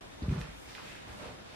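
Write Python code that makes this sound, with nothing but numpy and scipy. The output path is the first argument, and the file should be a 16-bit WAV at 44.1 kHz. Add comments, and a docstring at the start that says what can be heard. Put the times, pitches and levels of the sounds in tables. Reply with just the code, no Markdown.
"""Someone steps about on a rug over floorboards in a workshop and lowers onto a wooden rocking chair.
First, heels set the boards ringing in a quick run of thumps, while soles scuff and wood ticks.
Near the middle come a few sharp ticks and more rubbing of soles and clothes. After one second,
softer thumps and lower ticks follow, and a last scuff trails off.
All the way through, the room hisses softly with one faint whine."""
import sys
import numpy as np
from scipy import signal
from scipy.fft import rfft, irfft
from scipy.io import wavfile
from scipy.ndimage import uniform_filter1d

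SR = 44100
rng = np.random.default_rng(int(sys.argv[2]) if len(sys.argv) > 2 else 0)


def store_pcm(level_fs):
    """Save levels as 16-bit WAV."""
    pcm = np.round(np.clip(level_fs, -1, 1) * 32767).astype(np.int16)
    wavfile.write(sys.argv[1], SR, np.atleast_2d(pcm).T)


N = 68355


def floor_thumps():
    """A heel or chair runner rings the board notes near its pitch, until weight chokes the ring."""
    # Blows on the boards: (time [s], level [dB], pitch struck most [Hz], time until choked [s])
    blows = [(.151, -46, 72, .03), (0.2204, -25.5, 225.4, 0.016), (0.2256, -26, 70, 0.033),
             (.26, -24.5, 114, 0.011), (0.282, -24.5, 167, 0.0081), (0.288, -21.5, 77, 0.025),
             (0.2925, -29, 241, 0.0388), (.2944, -28.5, 164, 0.013), (0.3154, -29.5, 138, 0.0067),
             (0.3227, -21.5, 137, 0.00755), (.338, -35.5, 196, 0.0247), (0.3486, -26, 106, 0.0167),
             (0.3746, -24.5, 129.4, .016), (0.4015, -29, 47.6, 0.035), (0.4052, -29.5, 124.3, 0.0105),
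             (.432, -38, 129, 0.035), (0.4869, -33.5, 114.6, .011), (.487, -39, 56, .035),
             (.526, -40, 55, .065), (.67, -44.5, 56, .037), (.916, -50, 66, .036), (1.062, -45, 105, .015),
             (1.09, -38, 76, .032), (1.128, -44, 95, .016), (1.262, -42, 68, 0.033),
             (1.306, -43, 78, 0.036)]
    # The boards' own notes: (pitch [Hz], level [dB], time to fade by 60 dB [s])
    board_notes = [(55.0, -1.2, 0.274), (72.0, 0.7, 0.275), (96.0, -2.5, 0.6), (150.0, 2.1, 0.367),
                   (188.0, -2.5, 0.6), (235.0, -4.9, 0.6), (278.0, 0.0, 0.118), (376.0, 9.8, 0.379)]
    choke_s, build_share = .003, .25
    out, t = np.zeros(N), np.arange(SR // 3) / SR
    for start, level_db, struck_hz, held_s in blows:
        ring = sum(bell_curve(hz, struck_hz, octaves=.27) * amp(db - 60 * t / fade_s)
                   * np.sin(2 * np.pi * hz * t) for hz, db, fade_s in board_notes)
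        build = 1 - np.exp(-t / (build_share * held_s))
        choke = np.exp(-np.maximum(t - held_s, 0) / choke_s)
        add(out, start, amp(level_db) * ring * build * choke)
    return out


def scuffs():
    """Dragging soles and cloth make many tiny clicks that blur into a rub. Gives mid and side."""
    # Drags: (start [s], length [s], level [dB], centre pitch [Hz], width [octaves])
    drags = [(0.218, 0.027, -58.5, 3950, 0.27), (.222, 0.07, -52.5, 340, 0.31),
             (0.211, 0.1, -55.5, 900, 0.82), (0.273, 0.27, -52, 420, 1.16),
             (0.279, 0.16, -54.5, 1120, 1.48), (0.34, 0.3, -58.5, 1340, 1.18),
             (0.382, 0.084, -60, 5240, 0.88), (0.469, 0.59, -66.5, 7000, 0.82),
             (0.642, 0.29, -62.5, 4630, 0.38), (0.747, 0.12, -55.5, 1540, 1.06),
             (0.772, 0.41, -55.5, 2170, 0.72), (0.866, .07, -65, 2650, 0.15),
             (0.911, 0.069, -59, 1710, 0.12), (0.649, 0.17, -58, 1880, 0.97),
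             (0.796, 0.3, -64.5, 6560, 0.62), (1.03, 0.58, -57.5, 130, .6), (1.06, 0.15, -54.5, 546, 1.84),
             (1.08, 0.34, -68.5, 8450, 0.4), (1.169, 0.22, -51, 695, 0.85), (1.19, 0.16, -56.5, 190, 0.67),
             (1.157, 0.25, -56.5, 2270, 0.95), (1.418, 0.47, -60.5, 2480, 0.76)]
    grit_per_s, grit_spread_db = 5500, 2
    skew = np.log(.5) / np.log(.3)  # a stroke is loudest 30% of the way through
    out, t = np.zeros((2, N)), np.arange(SR // 2) / SR
    for start, length, level_db, hz, octaves in drags:
        size, chance, sign = rng.random((3, len(t)))
        strength = amp(-grit_spread_db * np.log(size + .00085))
        grit = strength * (chance < grit_per_s / SR) * np.sign(sign - .5)
        rub = evened(keep_band(grit, hz, octaves))
        stroke = np.sin(np.pi * np.clip(t / length, 0, 1) ** skew) ** 2
        # The same rub, backwards and with less bass, makes the sound wide.
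        side = amp(1) * signal.lfilter(*signal.butter(1, 900, "high", fs=SR), rub[::-1])
        add(out, start, amp(level_db) * stroke * np.array([rub, side]))
    return out


def wood_ticks():
    """Wood gives dry snaps: each is one sharp click and a crackle that dies away."""
    # Snaps: (time [s], peak level [dB], centre pitch [Hz], width [octaves], time to fade by 60 dB [s])
    snaps = [(0.2276, -48, 4200, 0.29, 0.012), (0.2935, -36.5, 2100, 0.4, 0.014),
             (0.338, -42, 1100, 0.4, 0.017), (.381, -37, 1300, 0.94, 0.033), (.4146, -28.5, 1900, .8, .014),
             (.7512, -31.5, 2300, .55, .012), (.7532, -37, 2800, .5, .012),
             (0.7825, -37, 1150, 0.55, 0.011), (0.798, -42, 1150, 0.24, 0.0074),
             (1.226, -47, 517, 0.39, 0.027), (1.2, -47.5, 600, 0.17, 0.028), (1.258, -42, 500, 0.2, 0.035),
             (1.304, -48, 600, 0.23, 0.041)]
    lead = 100  # samples of space ahead of the click, as the filter smears it both ways
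    out, t = np.zeros(N), np.arange(2048) / SR
    click = 1. * (t == 0)
    for start, peak_db, hz, octaves, fade_s in snaps:
        crackle = .1 * rng.standard_normal(len(t))
        burst = (click + crackle) * amp(-60 * t / fade_s)
        snap = keep_band(np.roll(burst, lead), hz, octaves)
        add(out, start - lead / SR, amp(peak_db) * snap / abs(snap).max())
    return out


def room_echo(sound):
    """The room sends back many dull echoes that die away. Gives mid and a side with no bass."""
    fade_s, dull_hz, gap = .35, 5000, 20  # one echo falls at random in every gap of 20 samples
    slots = np.arange(300, SR // 2, gap)
    echoes = np.zeros((2, SR // 2 + gap))
    arrivals = slots + rng.integers(0, gap, (2, len(slots)))
    np.put_along_axis(echoes, arrivals, rng.choice([-1., 1.], arrivals.shape), 1)
    echoes *= amp(-60 * np.arange(echoes.shape[1]) / SR / fade_s)
    echoes = signal.lfilter(*signal.butter(1, dull_hz, fs=SR), echoes)
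    mid, side = signal.fftconvolve(sound[None], echoes / np.linalg.norm(echoes[0]), axes=1)[:, :N]
    side = signal.lfilter(*signal.butter(2, 300, "high", fs=SR), side)
    return amp(-7) * np.array([mid, amp(-4) * side])


def room_hiss():
    """The room's soft hiss, in two separate layers. Gives mid and side."""
    # Hiss that is alike left and right: (pitch [Hz], relative level [dB])
    mid_tone = [(15, -87), (25, 11.5), (255, 4), (805, 0), (921, -2), (1110, -3.5), (1840, -5.5),
                (3690, -11), (11600, -24), (14800, -43)]
    # Hiss that is opposite left and right: (pitch [Hz], relative level [dB])
    side_tone = [(15, -51), (25, -40), (43, -44), (128, -8), (316, -8), (361, -13), (402, -7.5),
                 (3600, -20.5), (11000, -33), (14800, -45)]
    side = flickering_noise(side_tone, level_db=-51)
    return flickering_noise(mid_tone, level_db=-53), side


def flickering_noise(tone, level_db):
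    """Steady noise in which patches of pitch drift in level and the whole sound flickers a little."""
    patch_db, flicker_db, frames = 1.2, .5, N // 128 + 5
    real, imaginary, patches = rng.standard_normal((frames, 257, 3)).T
    patches = uniform_filter1d(patches, size=6, axis=0)  # smooth across pitch
    patches = evened(uniform_filter1d(patches, size=20, axis=1))  # then across time
    flicker = evened(uniform_filter1d(rng.standard_normal(frames), size=8))
    spectrum = (real + 1j * imaginary) * amp(patch_db * patches + flicker_db * flicker)
    noise = signal.istft(spectrum, nperseg=512, noverlap=384)[1][:N]
    hz, db = np.transpose(tone)
    colour = amp(np.interp(np.log(np.fft.rfftfreq(N, 1 / SR) + 1), np.log(hz), db))
    return amp(level_db) * evened(irfft(rfft(noise) * colour, N))


def faint_whine(hz=3652, level_db=-71.5):
    """One thin, high tone that never changes."""
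    return amp(level_db) * np.sqrt(2) * np.sin(2 * np.pi * hz * np.arange(N) / SR)


def amp(db):
    """Turns decibels into a number to multiply a sound by."""
    return 10 ** (np.asarray(db) / 20)


def evened(x):
    """Scales a signal so that its average strength (rms) is 1."""
    return x / np.sqrt(np.mean(x ** 2) + 1e-20)


def add(mix, start, sound):
    """Mixes a sound in at a start time in seconds."""
    part = mix[..., round(start * SR):][..., :sound.shape[-1]]
    part += sound[..., :part.shape[-1]]


def bell_curve(hz, centre_hz, octaves):
    """A weight that is 1 at the centre pitch and falls away above and below it."""
    return np.exp(-.5 * (np.log2(hz / centre_hz) / octaves) ** 2)


def keep_band(sound, centre_hz, octaves):
    """Keeps the part of a sound that lies near one pitch."""
    hz = np.fft.rfftfreq(len(sound), 1 / SR) + 1
    return irfft(rfft(sound) * bell_curve(hz, centre_hz, octaves), len(sound))


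def scene():
    """Mixes mid (alike in both ears) and side (opposite in each ear) into left and right."""
    thumps, ticks, whine = floor_thumps(), wood_ticks(), faint_whine()
    rubs = scuffs()
    mid, side = rubs + room_echo(amp(-14) * thumps + ticks + rubs[0])
    hiss_mid, hiss_side = room_hiss()
    # Scuffs, echoes and ticks lean to the right, the whine to the left.
    side = side - .097 * mid - amp(-9) * ticks + amp(-8) * whine + hiss_side
    mid = mid + thumps + ticks + whine + hiss_mid
    return np.array([mid + side, mid - side])


def record(dry):
    """Fades in quickly, then cuts the deepest bass, as the microphone does, and the highest treble."""
    start_s, fade_s, low_cut_hz, high_cut_hz = .0075, .003, 37.4, 14900
    fade = np.clip((np.arange(N) / SR - start_s) / fade_s, .04, 1)
    trimmed = signal.lfilter(*signal.butter(3, low_cut_hz, "high", fs=SR), dry * fade)
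    treble_cut = signal.firwin(1023, high_cut_hz, window=("kaiser", 9), fs=SR)
    return signal.oaconvolve(trimmed, treble_cut[None], "same")


dry = scene()
out = record(dry)
store_pcm(out)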